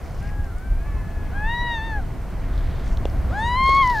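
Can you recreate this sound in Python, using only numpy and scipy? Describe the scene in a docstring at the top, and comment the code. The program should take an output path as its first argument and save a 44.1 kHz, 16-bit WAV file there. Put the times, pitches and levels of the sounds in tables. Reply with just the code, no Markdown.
"""Wind rumbles on the microphone and hisses over open sea ice, with a faint far tone and an even hiss.
Close by, snow rustles in clumps of tiny grains and crunches in crisp ticks. Three faint cries come from
far off, then a seal pup wails twice, each cry an arch of pitch whose overtones sweep through the
resonances of its throat. Late on come two soft bumps, knocks on a damped body, and a thin high hiss."""
import sys
import numpy as np
from scipy import signal
from scipy.fft import rfft, irfft
from scipy.io import wavfile
from scipy.ndimage import uniform_filter1d

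SR = 44100
rng = np.random.default_rng(int(sys.argv[2]) if len(sys.argv) > 2 else 0)


def generate_wav(sig):
    """Save sig (samples, or channels by samples) to the path in sys.argv[1] as 16-bit PCM at SR."""
    pcm = np.round(np.clip(np.atleast_2d(sig).T, -1, 1) * 32767).astype(np.int16)
    wavfile.write(sys.argv[1], SR, pcm)


N = 176400
T = np.arange(N) / SR


def from_db(db):
    return 10 ** (np.asarray(db) / 20)


def unit_rms(x):
    return x / np.sqrt(np.mean(x ** 2) + 1e-20)


def curves(rows):
    """Each column after time_s, interpolated to every sample."""
    time_s, *columns = np.transpose(rows)
    return [np.interp(T, time_s, column) for column in columns]


def at_hz(rows, hz):
    """Table value on a log frequency axis."""
    freq_hz, values = np.transpose(rows)
    return np.interp(np.log(hz), np.log(freq_hz), values)


def gate(start_s, end_s, fade_s):
    return np.clip(np.minimum(T - start_s, end_s - T) / fade_s, 0, 1)


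def drift(rate_hz):
    """Smooth random wander, rms about 1."""
    step, settle = 20, 4000
    pole = np.exp(-2 * np.pi * rate_hz * step / SR)
    white = rng.standard_normal(N // step + settle + 2)
    slow = signal.lfilter([1], [1, -2 * pole, pole * pole], white)[settle:]
    return np.interp(np.arange(N) / step, np.arange(len(slow)), unit_rms(slow))


def resonance(x, hz, width_hz):
    """Two-pole band-pass, unity peak gain."""
    r = np.exp(-np.pi * width_hz / SR)
    feedback = [1, -2 * r * np.cos(2 * np.pi * hz / SR), r * r]
    return signal.lfilter(np.array([1, 0, -1]) * (1 - r * r) / 2, feedback, x + 1e-18)


def bandpass(x, low_hz, high_hz):
    return signal.sosfilt(signal.butter(2, [low_hz, high_hz], "band", fs=SR, output="sos"), x)


def ring(click, modes):
    """A click excites one decaying sine per mode."""
    out = 0
    for hz, level_db, t60_s in modes:
        r, w = from_db(-60 / (t60_s * SR)), 2 * np.pi * hz / SR
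        sine = signal.lfilter([0, np.sin(w)], [1, -2 * r * np.cos(w), r * r], click + 1e-18)
        out += from_db(level_db) * sine
    return out


def stereo(mid, side, correlation):
    return np.sqrt((1 + correlation) / 2) * mid + np.sqrt((1 - correlation) / 2) * side * [[1], [-1]]


# Left-right likeness of wind: freq_hz, correlation
WIND_CORRELATION = [(30,1), (70,0.95), (150,0.82), (300,0.65), (600,0.73), (1500,1), (3000,1), (6000,1),
                    (14000,0.11)]

def wind_noise(spectrum, low_hz, bands, flicker_db):
    """Stereo noise in half-octave bands that flicker independently; rms 1."""
    out, white = 0, rng.standard_normal((2, 2, N))
    for k in range(bands):
        low, high = low_hz * 2 ** (k / 2), low_hz * 2 ** ((k + 1) / 2)
        centre_hz = np.sqrt(low * high)
        mid, side = bandpass(white[k % 2], low, high)
        gain = from_db(at_hz(spectrum, centre_hz) + flicker_db * drift(21.5))
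        out += gain * stereo(mid, side, at_hz(WIND_CORRELATION, centre_hz))
    return unit_rms(out)


# Gusts on the microphone: centre_s, half_length_s, rise_db
GUSTS = [(0.282,0.058,8.5), (0.394,0.028,7), (0.744,0.048,10), (0.968,0.097,8.5), (1.35,0.16,4),
         (2.01,0.076,5.5), (2.646,0.13,7), (2.95,0.14,6.5), (3.24,0.15,7), (3.523,0.12,4.5)]
# Rumble and air spectra: freq_hz, density_db
RUMBLE_SPECTRUM = [(20,1), (36,0.5), (61,-4.5), (100,-10), (160,-17), (260,-21.5), (400,-35)]
AIR_SPECTRUM = [(150,-6), (300,1.5), (550,1), (750,0), (1100,-4.5), (1800,-9), (2700,-20), (4500,-25),
                (8000,-35)]
# Wind over the ice: time_s, level_db
AIR_LEVEL = [(0,-42), (.4,-44.5), (.65,-45.5), (.95,-43), (1.6,-41.5), (2.2,-42.5), (2.6,-40.5), (3.0,-40),
             (3.35,-38), (3.6,-39), (4,-39)]

def wind():
    """Gusts rumble and buffet on the microphone; air hisses smoothly over the ice."""
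    gust_db = sum(db * np.exp(-((T - centre_s) / half_s) ** 2) for centre_s, half_s, db in GUSTS)
    air_db, = curves(AIR_LEVEL)
    buffet_db = air_db + 5 + 0.12 * gust_db
    rumble = from_db(-27.5 + gust_db) * wind_noise(RUMBLE_SPECTRUM, low_hz=17.18, bands=5, flicker_db=0.5)
    buffet = from_db(buffet_db) * wind_noise(RUMBLE_SPECTRUM, low_hz=99.7, bands=4, flicker_db=2)
    air = from_db(air_db) * wind_noise(AIR_SPECTRUM, low_hz=140.8, bands=12, flicker_db=0.5)
    return rumble + buffet + air


def far_tone(level_db=-54.5):
    """A faint drone of narrow-band noise."""
    return from_db(level_db) * unit_rms(resonance(rng.standard_normal(N), hz=670.7, width_hz=11))


def microphone_hiss(level_db=-56.5):
    """Steady noise floor, slightly duller at the top."""
    white = rng.standard_normal((2, N))
    hz = np.maximum(np.arange(N // 2 + 1) * SR / N, 1)
    tilt_db = at_hz([(3000, 0), (15000, -2.5)], hz)
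    hiss = irfft(rfft(white) * from_db(tilt_db), N)
    return from_db(level_db) * stereo(*unit_rms(hiss), correlation=0.22)


# Snow rustles: start_s, length_s, level_db, centre_hz
RUSTLES = [(0.02,0.29,-60.5,5170), (0.191,0.13,-52,1930), (2.273,0.095,-58,2370), (2.414,0.53,-52,1630),
           (2.52,0.39,-56,3300), (2.833,0.13,-58,5700), (3.05,0.26,-66.5,12400), (3.65,0.17,-44.5,4000),
           (3.805,.28,-45.5,4030), (3.616,0.46,-63,11190)]

def snow_rustles(grains_per_s=3000, clump_db=2, clump_hz=70, skirt_db=-27):
    """Snow gives way in small clumps of clicking grains."""
    out = np.zeros((2, N))
    for start_s, length_s, level_db, hz in RUSTLES:
        grains = (rng.random((2, N)) < grains_per_s / SR) * rng.standard_normal((2, N))
        spread_db = np.minimum(rng.exponential(1, (2, N)), 4)
        grains *= from_db(spread_db + clump_db * drift(clump_hz))
        width_hz = 0.59 * hz
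        band = resonance(resonance(grains, hz, width_hz), hz, width_hz)
        rustle = unit_rms(band) + from_db(skirt_db) * unit_rms(grains)
        out += from_db(level_db) * gate(start_s, start_s + length_s, fade_s=0.017) * rustle
    return stereo(*out, correlation=0.99)


def voice(pitch_hz, harmonics_db, jitter=0.0026, shimmer_db=0.5, rasp_db=-34, rasp_hz=260):
    """Harmonics of a slightly unsteady pitch, each roughened by turbulence."""
    phase = 2 * np.pi * np.cumsum(pitch_hz * (1 + jitter * drift(45))) / SR
    out = 0
    for k, level_db in enumerate(harmonics_db, 1):
        rasp = from_db(rasp_db) * (drift(rasp_hz) + 1j * drift(rasp_hz))
        out += from_db(level_db) * np.real((1 + rasp) * np.exp(1j * k * phase))
    return np.sqrt(2) * out * from_db(shimmer_db * drift(30))


# Far cries: time_s, pitch_hz, level_db
FAR_CRY_1 = [(.19,758,-68), (.23,796,-47), (.3,834,-49), (.42,825,-48), (.48,781,-50.5), (.55,704,-69.5)]
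FAR_CRY_2 = [(.46,655,-56), (.52,698,-53.5), (.65,773,-49.5), (.76,784,-53.5), (.88,868,-50.5),
             (1.15,856.5,-53), (1.22,843,-48), (1.36,841,-57)]
FAR_CRY_3 = [(.8,1066,-65), (.88,1169,-52), (.94,1095,-56), (1.03,998,-49)]

def far_cry(contour, harmonics_db, waver_db=1.5):
    """Distance leaves only the lowest harmonics; wind makes them waver."""
    pitch_hz, level_db = curves(contour)
    pitch_hz = uniform_filter1d(pitch_hz, size=1500)
    wavering_db = [level_db + db + waver_db * drift(21) for db in harmonics_db]
    return voice(pitch_hz, wavering_db) * gate(contour[0][0], contour[-1][0], fade_s=0.017)


# Snow ticks: start_s, gain_db, centre_hz
TICKS = [(.228,-42,9000), (.444,-36.5,5500), (.584,-36.5,5900), (2.578,-27.5,3300), (2.972,-24.5,3700),
         (3.099,-35,4500), (3.639,-34,5500), (3.678,-30,6530), (3.694,-27.5,6000), (3.75,-32,6020),
         (3.874,-26,5300), (3.899,-18.5,4000), (3.947,-27,4000)]

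def snow_ticks(decay_s=0.0014, crack_db=-20.5):
    """Snow crunches in brief noise bursts, each with a bright crack."""
    out = np.zeros((2, N))
    for start_s, gain_db, hz in TICKS:
        envelope = (T >= start_s) * np.exp(-np.minimum(abs(T - start_s) / decay_s, 20))
        burst = envelope * rng.standard_normal((2, N))
        width_hz = 0.73 * hz
        crunch = resonance(resonance(burst, hz, width_hz), hz, width_hz)
        out += from_db(gain_db) * (crunch + from_db(crack_db) * burst)
    return stereo(*out, correlation=0.99)


# Pitch arches: time_s, pitch_hz
PITCH_1 = [(1.31,688), (1.355,804.5), (1.44,859), (1.5,926), (1.55,957.5), (1.64,965.7), (1.72,945),
           (1.8,874), (1.86,910), (1.9,894.5), (1.985,817), (2.02,687)]
PITCH_2 = [(3.3,522.4), (3.32,664), (3.35,794), (3.4,870), (3.465,951), (3.52,984), (3.552,990.6),
           (3.575,1042), (3.68,1078), (3.735,1084), (3.775,1103), (3.815,1089), (3.85,1008), (3.925,970),
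           (3.96,879), (4.0,830)]
# Cry strength: time_s, fundamental_db, octave_db
EFFORT_1 = [(1.3,-62,-64), (1.33,-43,-47), (1.37,-44.5,-33), (1.41,-36.5,-32.5), (1.5,-31.5,-29.5),
            (1.72,-30.5,-29), (1.8,-36,-33), (1.87,-38.5,-37.5), (1.96,-34.5,-31), (1.993,-35.5,-41),
            (2.03,-50,-53)]
EFFORT_2 = [(3.295,-42,-51), (3.325,-36,-38.5), (3.38,-28.5,-29.5), (3.46,-25.5,-31), (3.56,-22.5,-31.5),
            (3.6,-19.5,-27), (3.7,-16.5,-25), (3.77,-15.5,-25.5), (3.82,-14.5,-22), (3.85,-20,-27),
            (3.901,-18,-28.5), (3.94,-24.5,-31), (3.97,-26,-24.5), (4.0,-30.5,-23.5)]
# Harmonics above the octave: time_s, third_db, fourth_db, upper_db
OVERTONES_1 = [(1.31,-66,-81,-80), (1.364,-58,-56,-73), (1.42,-50.5,-67,-74), (1.455,-47,-53.5,-78),
               (1.51,-41,-41.5,-64), (1.595,-59,-37,-57), (1.645,-46.5,-40,-65), (1.7,-43.5,-39.5,-60),
               (1.745,-44,-34.5,-56), (1.8,-47,-46.5,-64), (1.87,-50.5,-45.5,-62), (1.93,-54,-57,-66),
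               (2.01,-70,-78,-77)]
OVERTONES_2 = [(3.3,-59,-72,-76), (3.35,-54,-60,-66), (3.39,-60,-50,-59.5), (3.44,-47,-37,-58),
               (3.48,-41.5,-39.5,-55.5), (3.55,-40,-40.5,-58), (3.59,-38.5,-41.5,-57.5),
               (3.69,-35,-38,-58.5), (3.745,-42.5,-40.5,-56), (3.812,-32.5,-45,-58.5), (3.85,-43,-53,-68),
               (3.909,-49,-57,-70), (3.95,-57,-77,-68)]
# Throat and mouth response: freq_hz, gain_db
THROAT_1 = [(3900,1), (4250,6), (4550,-2), (4780,0), (4840,-15), (5300,-9), (5750,-4), (6300,-3),
            (6800,-17), (11000,-28)]
THROAT_2 = [(3700,10), (4200,-0.5), (5300,2), (5600,-9), (6250,-4.5), (6900,-0.5), (7300,-8), (8000,-13),
            (8370,-9), (8800,-9), (9750,-17), (10850,-8.5), (11500,-27)]

def pup_cry(pitch, effort, overtones, throat, flutter_db=2.5, pure_above_hz=1040, rolloff_db_per_hz=0.045):
    """Strong fundamental and octave; harmonics 5-12 flutter and sweep through throat resonances."""
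    pitch_hz = uniform_filter1d(curves(pitch)[0], size=500)
    third_db, fourth_db, upper_db = curves(overtones)
    harmonics_db = curves(effort) + [third_db, fourth_db]
    # High pitch purifies the voice: harmonics past the sixth fall away.
    rolloff_db = rolloff_db_per_hz * np.maximum(pitch_hz - pure_above_hz, 0)
    for k in range(5, 13):
        colour_db = at_hz(throat, k * pitch_hz) - rolloff_db * max(k - 6, 0)
        harmonics_db.append(upper_db + colour_db + flutter_db * drift(9))
    return voice(pitch_hz, harmonics_db) * gate(effort[0][0], effort[-1][0] + 0.012, fade_s=0.0059)


# Knocks: start_s, click_db, high_modes_db, thud_hz
BUMPS = [(3.0545,-5.5,-3,550), (3.691,-10,-22,484)]
# Body modes: freq_hz, level_db, t60_s
LOW_MODES = [(423,-4.5,0.012), (574,-7,0.0069)]
HIGH_MODES = [(2790,-13,0.01), (3300,-19,0.0088), (5500,-25,0.0033), (7400,-21.5,0.0041)]

def bumps():
    """Short knocks into a heavily damped body."""
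    out = np.zeros(N)
    for start_s, click_db, high_modes_db, thud_hz in BUMPS:
        click = from_db(click_db) * (np.arange(N) == int(start_s * SR))
        thud = resonance(ring(click, LOW_MODES), thud_hz, width_hz=520)
        tap = bandpass(ring(click, HIGH_MODES), low_hz=3200, high_hz=6400)
        out += thud + from_db(high_modes_db) * tap
    return out


def snow_hiss(start_s=3.82, level_db=-61):
    """A thin band of high noise, held to the end."""
    hiss = unit_rms(resonance(rng.standard_normal((2, N)), hz=12900, width_hz=600))
    return from_db(level_db) * gate(start_s, np.inf, fade_s=0.017) * stereo(*hiss, correlation=0.99)


def scene():
    cries = pup_cry(PITCH_1, EFFORT_1, OVERTONES_1, THROAT_1)
    cries += pup_cry(PITCH_2, EFFORT_2, OVERTONES_2, THROAT_2)
    cries += far_cry(FAR_CRY_1, harmonics_db=[-0.5, 1])
    cries += far_cry(FAR_CRY_2, harmonics_db=[-4.5, 1, -11])
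    cries += far_cry(FAR_CRY_3, harmonics_db=[1.5, -6])
    pan_db = [[1.25], [-1.25]]
    background = wind() + far_tone()
    snow = snow_rustles() + snow_ticks() + snow_hiss()
    return from_db(pan_db) * cries + background + snow + bumps() + microphone_hiss()


def record(dry):
    """Steep low-pass."""
    cutoff_hz = 15600
    return signal.sosfilt(signal.ellip(12, 0.1, 80, cutoff_hz, fs=SR, output="sos"), dry)


dry = scene()
out = record(dry)
generate_wav(out)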